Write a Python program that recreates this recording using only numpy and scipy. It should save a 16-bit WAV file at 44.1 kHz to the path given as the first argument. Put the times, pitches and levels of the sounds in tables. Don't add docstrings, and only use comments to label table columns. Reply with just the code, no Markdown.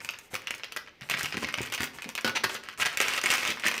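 import sys
import numpy as np
from scipy import signal
from scipy.io import wavfile

SR = 44100
rng = np.random.default_rng(int(sys.argv[2]) if len(sys.argv) > 2 else 0)


def persist_wave(psi):
    counts = np.round(np.clip(psi, -1, 1) * 32767).astype(np.int16)
    wavfile.write(sys.argv[1], SR, np.atleast_2d(counts).T)


N = 167580

# [f/Hz, level/dB]
ROOM_NOISE_SPECTRUM = [(20, 11), (40, 9.5), (170, 0), (350, -3), (1400, -14.5), (2050, -2), (2800, -5),
                       (5000, -17), (8000, -30), (16000, -25)]
ROOM_NOISE_DB = -56.5

# [f/Hz, T60/s]
ROOM_T60 = [(100, 0.38), (250, 0.84), (700, 0.5), (2000, .28), (5000, 0.3), (8000, 0.29), (15000, 0.16)]
# [f/Hz, level/dB]
REFLECTED_SPECTRUM = [(100, -3.5), (2500, -0.5), (5000, 2), (8000, -7.5), (16000, 9.5)]
EARLY_DB, EARLY_DECAY_S, TAIL_DB = -9.5, 0.0049, -8

# [f/Hz, level/dB]
MIC_RESPONSE = [(30, -17.5), (100, -3), (700, -1.5), (1000, 0), (1600, -3), (2500, -2.5), (3800, -4),
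                (6000, 0), (10300, -4.5), (11100, -12), (11900, -4.5), (15400, -8), (16200, -34)]
MIC_EDGE_HZ = 16500

# [start t/s, length/s, level/dB]
SCRAPES = [(2.349, 0.035, -25.5), (2.535, .05, -42)]
# [f/Hz, level/dB]
SCRAPE_SPECTRUM = [(100, -25), (500, -8), (1100, -9), (1600, 0), (2300, -1), (3200, -4), (3900, -5),
                   (4800, -12), (5500, -17), (6000, -7.5), (6600, -19), (16000, -29)]
# [start t/s, length/s, level/dB]
RUBS = [(0, 0.086, -50), (.2, 0.095, -57.5), (.3, 0.048, -50), (1.01, 0.097, -55.5), (1.93, 0.048, -49.5),
        (2.775, 0.044, -39.5)]
# [f/Hz, level/dB]
RUB_SPECTRUM = [(100, 4), (500, 0.5), (2500, -2), (5000, -12), (8000, -5), (12000, -8), (16000, -13)]
SLIPS_PER_S = 15000

# [t/s, level/dB, f/Hz, decay/s]
BUMPS = [(0.334, -39, 197, 0.0075), (0.339, -39.5, 522, 0.0078), (1.015, -41.5, 130, 0.019),
         (1.112, -41, 270, 0.0053), (1.142, -37.5, 152, 0.0072), (1.235, -36, 151, 0.011),
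         (1.343, -34, 188, .01), (1.371, -29.5, 236, 0.0072), (1.428, -31.5, 486, 0.0026),
         (1.436, -35, 150, .014), (1.579, -36, 157, .01), (1.605, -31, 122, 0.017),
         (1.606, -33, 400, 0.0029), (1.804, -32, 146, 0.0073), (1.828, -37.5, 171, 0.0084),
         (2.057, -37, 222, .016), (2.068, -40.5, 235, 0.013), (2.246, -28.5, 228, 0.019),
         (2.295, -40, 129, 0.012), (2.44, -33, 163, 0.019), (2.809, -46, 125, 0.0099),
         (3.003, -29, 380, 0.0029), (3.239, -34, 376, .008), (3.301, -36, 133, 0.0074),
         (3.487, -33.5, 169, 0.018), (3.655, -32, 229, .018)]
BUMP_NOISE_DB = 0.5
BLOW_S = 0.01

# [t/s, level/dB]
KNOCKS = [(2.2457, -20.5), (2.2535, -33), (2.264, -28.5), (2.276, -23.5), (2.4363, -25), (2.4425, -23.5),
          (2.494, -32.5), (2.549, -33)]
# [f/Hz, level/dB, T60/s]
SPOON_MODES = [(393, -5.5, 0.11), (524, -8, 0.11), (884, -3, 0.071), (1447, 10, 0.092), (1565, -0.5, 0.2),
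               (1860, -4, .1), (2400, 0, 0.1), (2643, 4.5, 0.11), (3015, -5, 0.11), (3370, -18, .08),
               (4080, -10, .08), (4380, -3, 0.099), (4703, -0.5, 0.065)]
# [f/Hz, level/dB]
CLACK_SPECTRUM = [(60, -24), (200, -10.5), (500, -2), (750, -9), (1000, -7.5), (1500, -4), (3000, -4.5),
                  (4800, -9.5), (6000, -19), (16000, -24)]
CLACK_DECAY_S, SPOON_RING_DB = 0.0072, -2.5
STRIKE_SPREAD_DB, STRIKE_DETUNE = 4, 0.028

# [start t/s, length/s, body
# level/dB, tick level relative to body/dB]
SQUEEZES = [(0.0, 0.014, -40, -20), (0.047, 0.17, -52.5, -19), (0.133, .012, -39, -27),
            (0.328, 0.038, -42.5, -15), (0.385, .22, -54, -19), (0.601, .2, -57.5, -24),
            (0.761, 0.013, -32.5, -12), (0.859, 0.033, -50, -39), (0.793, 0.013, -57, -36),
            (1.008, 0.027, -44, -25), (1.096, 0.052, -33.5, -21), (1.164, 0.1, -36, -12),
            (1.271, 0.16, -45.5, -8.5), (1.323, 0.029, -39.5, -29), (1.42, 0.026, -32.5, -14.5),
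            (1.467, .04, -39, -25), (1.574, 0.11, -40, -13), (1.718, .04, -34.5, -19),
            (1.777, 0.08, -36, -19), (1.847, .03, -52, -17), (1.926, .2, -51.5, -12),
            (2.176, 0.015, -31, -31), (2.485, 0.08, -40.5, -4), (2.629, 0.11, -47.5, -16),
            (2.799, .03, -27, -8.5), (2.853, .022, -25.5, -18), (2.87, 0.087, -38.5, -15.5),
            (2.981, .018, -37, -20), (3.005, .028, -26.5, -13.5), (3.042, .15, -31, -12),
            (3.232, 0.066, -29.5, -12.5), (3.303, .056, -25.5, -10), (3.36, 0.093, -32.5, -11),
            (3.454, 0.07, -28, -13), (3.526, .09, -46, -13), (3.615, 0.021, -40, -16),
            (3.637, .055, -27, -16.5), (3.697, .11, -38, -14)]
CREASES_PER_S, DENSITY_REF_DB = 520, -36
DENSITY_DB_PER_DB = 0.43
SIZE_SPREAD_DB, TICK_SPREAD_DB = 2.5, 6
GRIP_S = 0.0025

# [t/s, body level/dB, film f/Hz, tick level/dB]
SNAPS = [(0.0473, -33.5, 2300, -34.0), (0.0897, -23, 2610, -39), (0.1075, -46, 2530.0, -39),
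         (0.1878, -46, 2680.0, -38.5), (0.3422, -30, 2050, -30), (0.3528, -26, 2350, -32),
         (0.4195, -45, 2200, -50), (0.4717, -25.5, 2810, -38.5), (0.507, -25, 2170, -31.5),
         (0.5404, -32, 2470, -70), (0.5487, -48, 2600, -36.5), (0.5806, -55, 2380, -43.0),
         (0.597, -38.5, 1950, -59), (0.6347, -28.0, 2770, -62), (0.6437, -36, 2020, -44),
         (0.682, -43, 2200, -73), (0.7065, -62, 2930, -69), (0.722, -33, 2800, -37),
         (0.7636, -26.5, 1860, -34.0), (0.8605, -65, 3140, -71), (0.874, -42, 1930.0, -78),
         (0.8915, -54, 2550, -74), (1.0104, -40, 2070, -49), (1.0212, -38, 2140, -58),
         (1.0891, -35, 2470, -47), (1.0986, -23.5, 2300, -26), (1.1111, -23.5, 2650, -32),
         (1.1165, -23.5, 2700, -35), (1.1394, -22.0, 2170, -46), (1.1724, -30, 2430.0, -39),
         (1.1941, -32, 2250, -32), (1.2097, -27.5, 2040, -38), (1.231, -33, 2310, -26.5),
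         (1.2455, -28, 2800, -42), (1.2581, -25.5, 2580, -34), (1.3242, -28.5, 2230, -56),
         (1.3433, -29.0, 1980, -50), (1.3699, -24.5, 2530, -38), (1.4453, -25, 2540.0, -45),
         (1.4707, -36, 2200, -46), (1.4875, -27, 2050, -39), (1.5257, -39, 2480, -42),
         (1.5406, -20.5, 2650, -34), (1.5755, -41, 2100, -41), (1.5847, -25, 2430, -50),
         (1.6165, -35, 2410, -32.5), (1.6304, -33, 2130, -35), (1.6602, -37, 2230.0, -40),
         (1.674, -41, 2300, -54), (1.7005, -40, 2400, -45), (1.7234, -28, 2890.0, -30.0),
         (1.7382, -31, 2400, -31), (1.7475, -29.5, 2490, -28), (1.7782, -29, 2250, -41),
         (1.8057, -25.0, 1860, -31.5), (1.8205, -33, 2090.0, -31), (1.8322, -23, 1980, -31.0),
         (1.8411, -38, 1950.0, -29), (1.873, -36, 2500, -52), (1.9863, -33, 1830, -53),
         (2.0213, -32.5, 2660, -37), (2.0434, -32.5, 2130, -45), (2.0904, -32.5, 2500, -33.0),
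         (2.1522, -28, 2900, -30), (2.1778, -26, 2410, -39), (2.21, -40, 2500, -37),
         (2.2952, -27, 2340, -37), (2.4408, -19, 1690.0, -24), (2.6365, -39.5, 1730, -45),
         (2.6873, -30.0, 2030, -42), (2.776, -42, 2400, -46), (2.7995, -25, 2120, -49),
         (2.814, -24.5, 2440, -27.5), (2.8234, -18, 2470.0, -40), (2.8522, -23.5, 2130, -37),
         (2.8591, -21, 2080.0, -25.5), (2.928, -50, 2400, -43), (2.9345, -36, 2410, -49),
         (2.9723, -22, 2550, -24), (3.0024, -17, 2360, -23), (3.0038, -19.5, 2140, -31),
         (3.015, -26, 2310.0, -23), (3.0421, -25, 2540.0, -43), (3.0832, -22, 2200, -26),
         (3.1364, -23, 2560, -30), (3.1773, -22, 2300, -31.5), (3.2144, -28, 2650, -32),
         (3.2381, -25.5, 2060, -27.5), (3.2592, -18.0, 2090, -23), (3.2735, -35, 2350.0, -38.0),
         (3.303, -17, 2840, -25), (3.3252, -19.5, 2350, -40), (3.3382, -23, 1850.0, -25.0),
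         (3.3809, -22, 2100, -34), (3.4311, -24, 2140, -41), (3.451, -23, 2400, -38.0),
         (3.5066, -37, 2030, -37), (3.5728, -32.5, 1840, -52), (3.5975, -32, 2210, -37),
         (3.6366, -22, 2030, -50), (3.6556, -25, 1900, -37), (3.6642, -18, 2250, -30.5),
         (3.6698, -32, 2250, -24), (3.6826, -25, 2080, -26), (3.7142, -25, 2020, -35),
         (3.7418, -26, 1980.0, -36), (3.7648, -38, 2430, -41), (3.7792, -26, 2500, -32.5)]
SNAP_S = 0.003
AFTER_DB, AFTER_S, AFTER_FALL_DB, AFTER_TICK_DB = -7.5, 0.012, -3.5, -6

# [f/Hz, level/dB]
FLEX_SPECTRUM = [(60, -35), (200, -12), (320, -11.5), (500, -3.5), (850, -8), (1400, 1.5), (2700, 0),
                 (3600, -5), (5000, -9), (7000, -22.5), (16000, -33)]
# [f/Hz, level/dB]
TICK_SPECTRUM = [(500, -4.5), (2500, -7), (4500, -3), (6500, -0.5), (9000, -1.5), (13000, -12),
                 (16000, -16)]
# [f/Hz, level/dB]
CRACK_SPECTRUM = [(500, -26), (3000, -27), (6000, 0), (9000, 0.5), (13000, -1), (16000, -4.5)]
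ATTACK_S = 0.00042
FILM_HZ, FILM_SPREAD, FILM_DECAY_S = 2228, 0.23, 0.00053
OVERTONE, OVERTONE_DB = 1.527, -10.5
FLEX_DB, FLEX_DECAY_S = -4, 0.0011
FOLD_HZ, FOLD_SPREAD, FOLD_DB = 6950, 0.281, -7
TICK_DECAY_S = 0.0012
CRACK_DB, CRACK_DECAY_S = 0.5, 0.00019


def amp(db):
    return 10 ** (np.asarray(db) / 20)


def read(points, hz):
    f, value = np.transpose(points)
    return np.interp(np.log(hz + 1), np.log(f + 1), value)


def unit(x):
    return x / np.sqrt(np.sum(x ** 2, -1, keepdims=True) + 1e-20)


def add(mix, s, sound):
    part = mix[max(round(s * SR), 0):][:len(sound)]
    part += sound[:len(part)]


def colour(x, points, size=2048):
    log_gain = np.log(amp(read(points, abs(np.fft.fftfreq(size, 1 / SR)))))
    spectrum = np.exp(np.conj(signal.hilbert(log_gain)))
    taps = np.fft.ifft(spectrum).real[:size // 2]
    taps = taps.reshape((1,) * (x.ndim - 1) + (-1,))
    return signal.fftconvolve(x, taps, axes=-1)[..., :x.shape[-1]]


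def room_noise():
    noise = colour(rng.standard_normal(N), ROOM_NOISE_SPECTRUM)
    return amp(ROOM_NOISE_DB) * np.sqrt(N) * unit(noise)


def kitchen(near, size=16384, count=5):
    t, out = np.arange(size) / SR, np.zeros(N)
    place = np.linspace(0, count, N) * 2
    for k in range(count):
        arrivals = rng.standard_normal(size) * (rng.random(size) < 3000 / SR)
        early = unit(arrivals * (t > .002) * np.exp(-t / EARLY_DECAY_S))
        hz, at, bands = signal.stft(rng.standard_normal(size) * (t > .006), SR, nperseg=256)
        fade = amp(-60 * at / read(ROOM_T60, hz)[:, None])
        tail = unit(signal.istft(bands * fade, SR)[1][:size])
        distance = abs((place - k + 1) % count - 1)
        share = np.cos(np.pi / 2 * np.minimum(distance, 1))
        response = amp(EARLY_DB) * early + amp(TAIL_DB) * tail
        out += signal.fftconvolve(near * share, response)[:N]
    return colour(out, REFLECTED_SPECTRUM)


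def slides(strokes, spectrum):
    out = np.zeros(N)
    for start, length, db in strokes:
        n = int(length * SR)
        slips = rng.standard_normal(n) * (rng.random(n) < SLIPS_PER_S / SR)
        slips *= np.sin(np.linspace(0, np.pi, n))
        add(out, start, amp(db) * np.sqrt(n) * unit(colour(slips, spectrum)))
    return out


def bumps(size=6000):
    out, t = np.zeros(N), np.arange(size) / SR
    for s, db, hz, decay in BUMPS:
        shape = (1 - np.exp(-t / 0.00038)) * np.exp(-t / decay)
        tone = shape * np.sin(2 * np.pi * hz * t)
        b, a = signal.butter(2, [hz / 2, hz * 2], "band", fs=SR)
        scuff = signal.lfilter(b, a, shape * rng.standard_normal(size))
        bump = unit(unit(tone) + amp(BUMP_NOISE_DB) * unit(scuff))
        add(out, s, amp(db) * np.sqrt(BLOW_S * SR) * bump)
    return out


def ring(modes, t, spread_db, detune):
    out = np.zeros(len(t))
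    for hz, db, t60 in modes:
        level = amp(db + spread_db * rng.standard_normal() - 60 * t / t60)
        pitch = hz * (1 + detune * rng.uniform(-0.96, 1))
        out += level * np.sin(2 * np.pi * (pitch * t + rng.random()))
    return unit(out)


def spoon(size=10000):
    out, t = np.zeros(N), np.arange(size) / SR
    for s, db in KNOCKS:
        noise = rng.standard_normal(size) * np.exp(-t / CLACK_DECAY_S)
        clack = unit(colour(noise, CLACK_SPECTRUM))
        ringing = ring(SPOON_MODES, t, STRIKE_SPREAD_DB, STRIKE_DETUNE)
        knock = unit(clack + amp(SPOON_RING_DB) * ringing)
        add(out, s, amp(db) * np.sqrt(BLOW_S * SR) * knock)
    return out


def creases(body_db, hz, tick_db, size=400):
    t = np.arange(size) / SR
    rise = 1 - np.exp(-t / ATTACK_S)
    spread = np.clip(rng.standard_normal((2, len(hz))), -2, 2)
    overtone_shift, fold_shift = np.exp(FOLD_SPREAD * spread)

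    def ping(pitch, decay):
        cycles = pitch[:, None] * t + rng.random((len(pitch), 1))
        return unit(rise * np.exp(-t / decay) * np.sin(2 * np.pi * cycles))

    def burst(decay, spectrum):
        noise = rng.standard_normal((len(hz), size))
        return unit(colour(noise * rise * np.exp(-t / decay), spectrum))

    film = ping(hz, FILM_DECAY_S)
    film = film + amp(OVERTONE_DB) * ping(hz * OVERTONE * overtone_shift, FILM_DECAY_S)
    body = unit(film + amp(FLEX_DB) * burst(FLEX_DECAY_S, FLEX_SPECTRUM))
    tick = burst(TICK_DECAY_S, TICK_SPECTRUM)
    tick = tick + amp(FOLD_DB) * ping(FOLD_HZ * fold_shift, TICK_DECAY_S)
    tick = unit(tick + amp(CRACK_DB) * burst(CRACK_DECAY_S, CRACK_SPECTRUM))
    return amp(body_db)[:, None] * body + amp(tick_db)[:, None] * tick


def crumple():
    out = np.zeros(N)
    for start, length, db, relative_tick_db in SQUEEZES:
        density = CREASES_PER_S * amp(DENSITY_DB_PER_DB * (db - DENSITY_REF_DB))
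        count = max(int(length * density), 2)
        size, pitch, edge = np.clip(rng.standard_normal((count, 3)), -2, 2).T
        t = length * (np.arange(count) + rng.uniform(0, 2, count)) / count
        strength = unit(amp(SIZE_SPREAD_DB * size) * (1 - np.exp(-t / GRIP_S)))
        body_db = db + 20 * np.log10(strength + 1e-9)
        tick_db = body_db + relative_tick_db + TICK_SPREAD_DB * edge
        sounds = creases(body_db, FILM_HZ * np.exp(FILM_SPREAD * pitch), tick_db)
        for s, sound in zip(start + t, sounds):
            add(out, s, sound * np.sqrt(length * SR))
    return out


def snaps(count=6):
    out = np.zeros(N)
    for s, body_db, hz, tick_db in SNAPS:
        lag, pitch = rng.random(count), rng.standard_normal(count)
        lag[0] = pitch[0] = 0
        follows = lag > 0
        drop_db = follows * (AFTER_DB + AFTER_FALL_DB * lag)
        pitches = hz * np.exp(FILM_SPREAD * pitch / 2)
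        ticks_db = tick_db + drop_db + follows * AFTER_TICK_DB
        for late, sound in zip(lag, creases(body_db + drop_db, pitches, ticks_db)):
            add(out, s + late * AFTER_S, sound * np.sqrt(SNAP_S * SR))
    return out


def scene():
    near = slides(SCRAPES, SCRAPE_SPECTRUM) + slides(RUBS, RUB_SPECTRUM)
    near += bumps() + spoon() + crumple() + snaps()
    return (room_noise() + kitchen(near) + near)[None]


def record(dry):
    band_limit = signal.firwin(511, MIC_EDGE_HZ, window=("kaiser", 9), fs=SR)
    return signal.oaconvolve(colour(dry, MIC_RESPONSE), band_limit[None], "same")


dry = scene()
out = record(dry)
persist_wave(out)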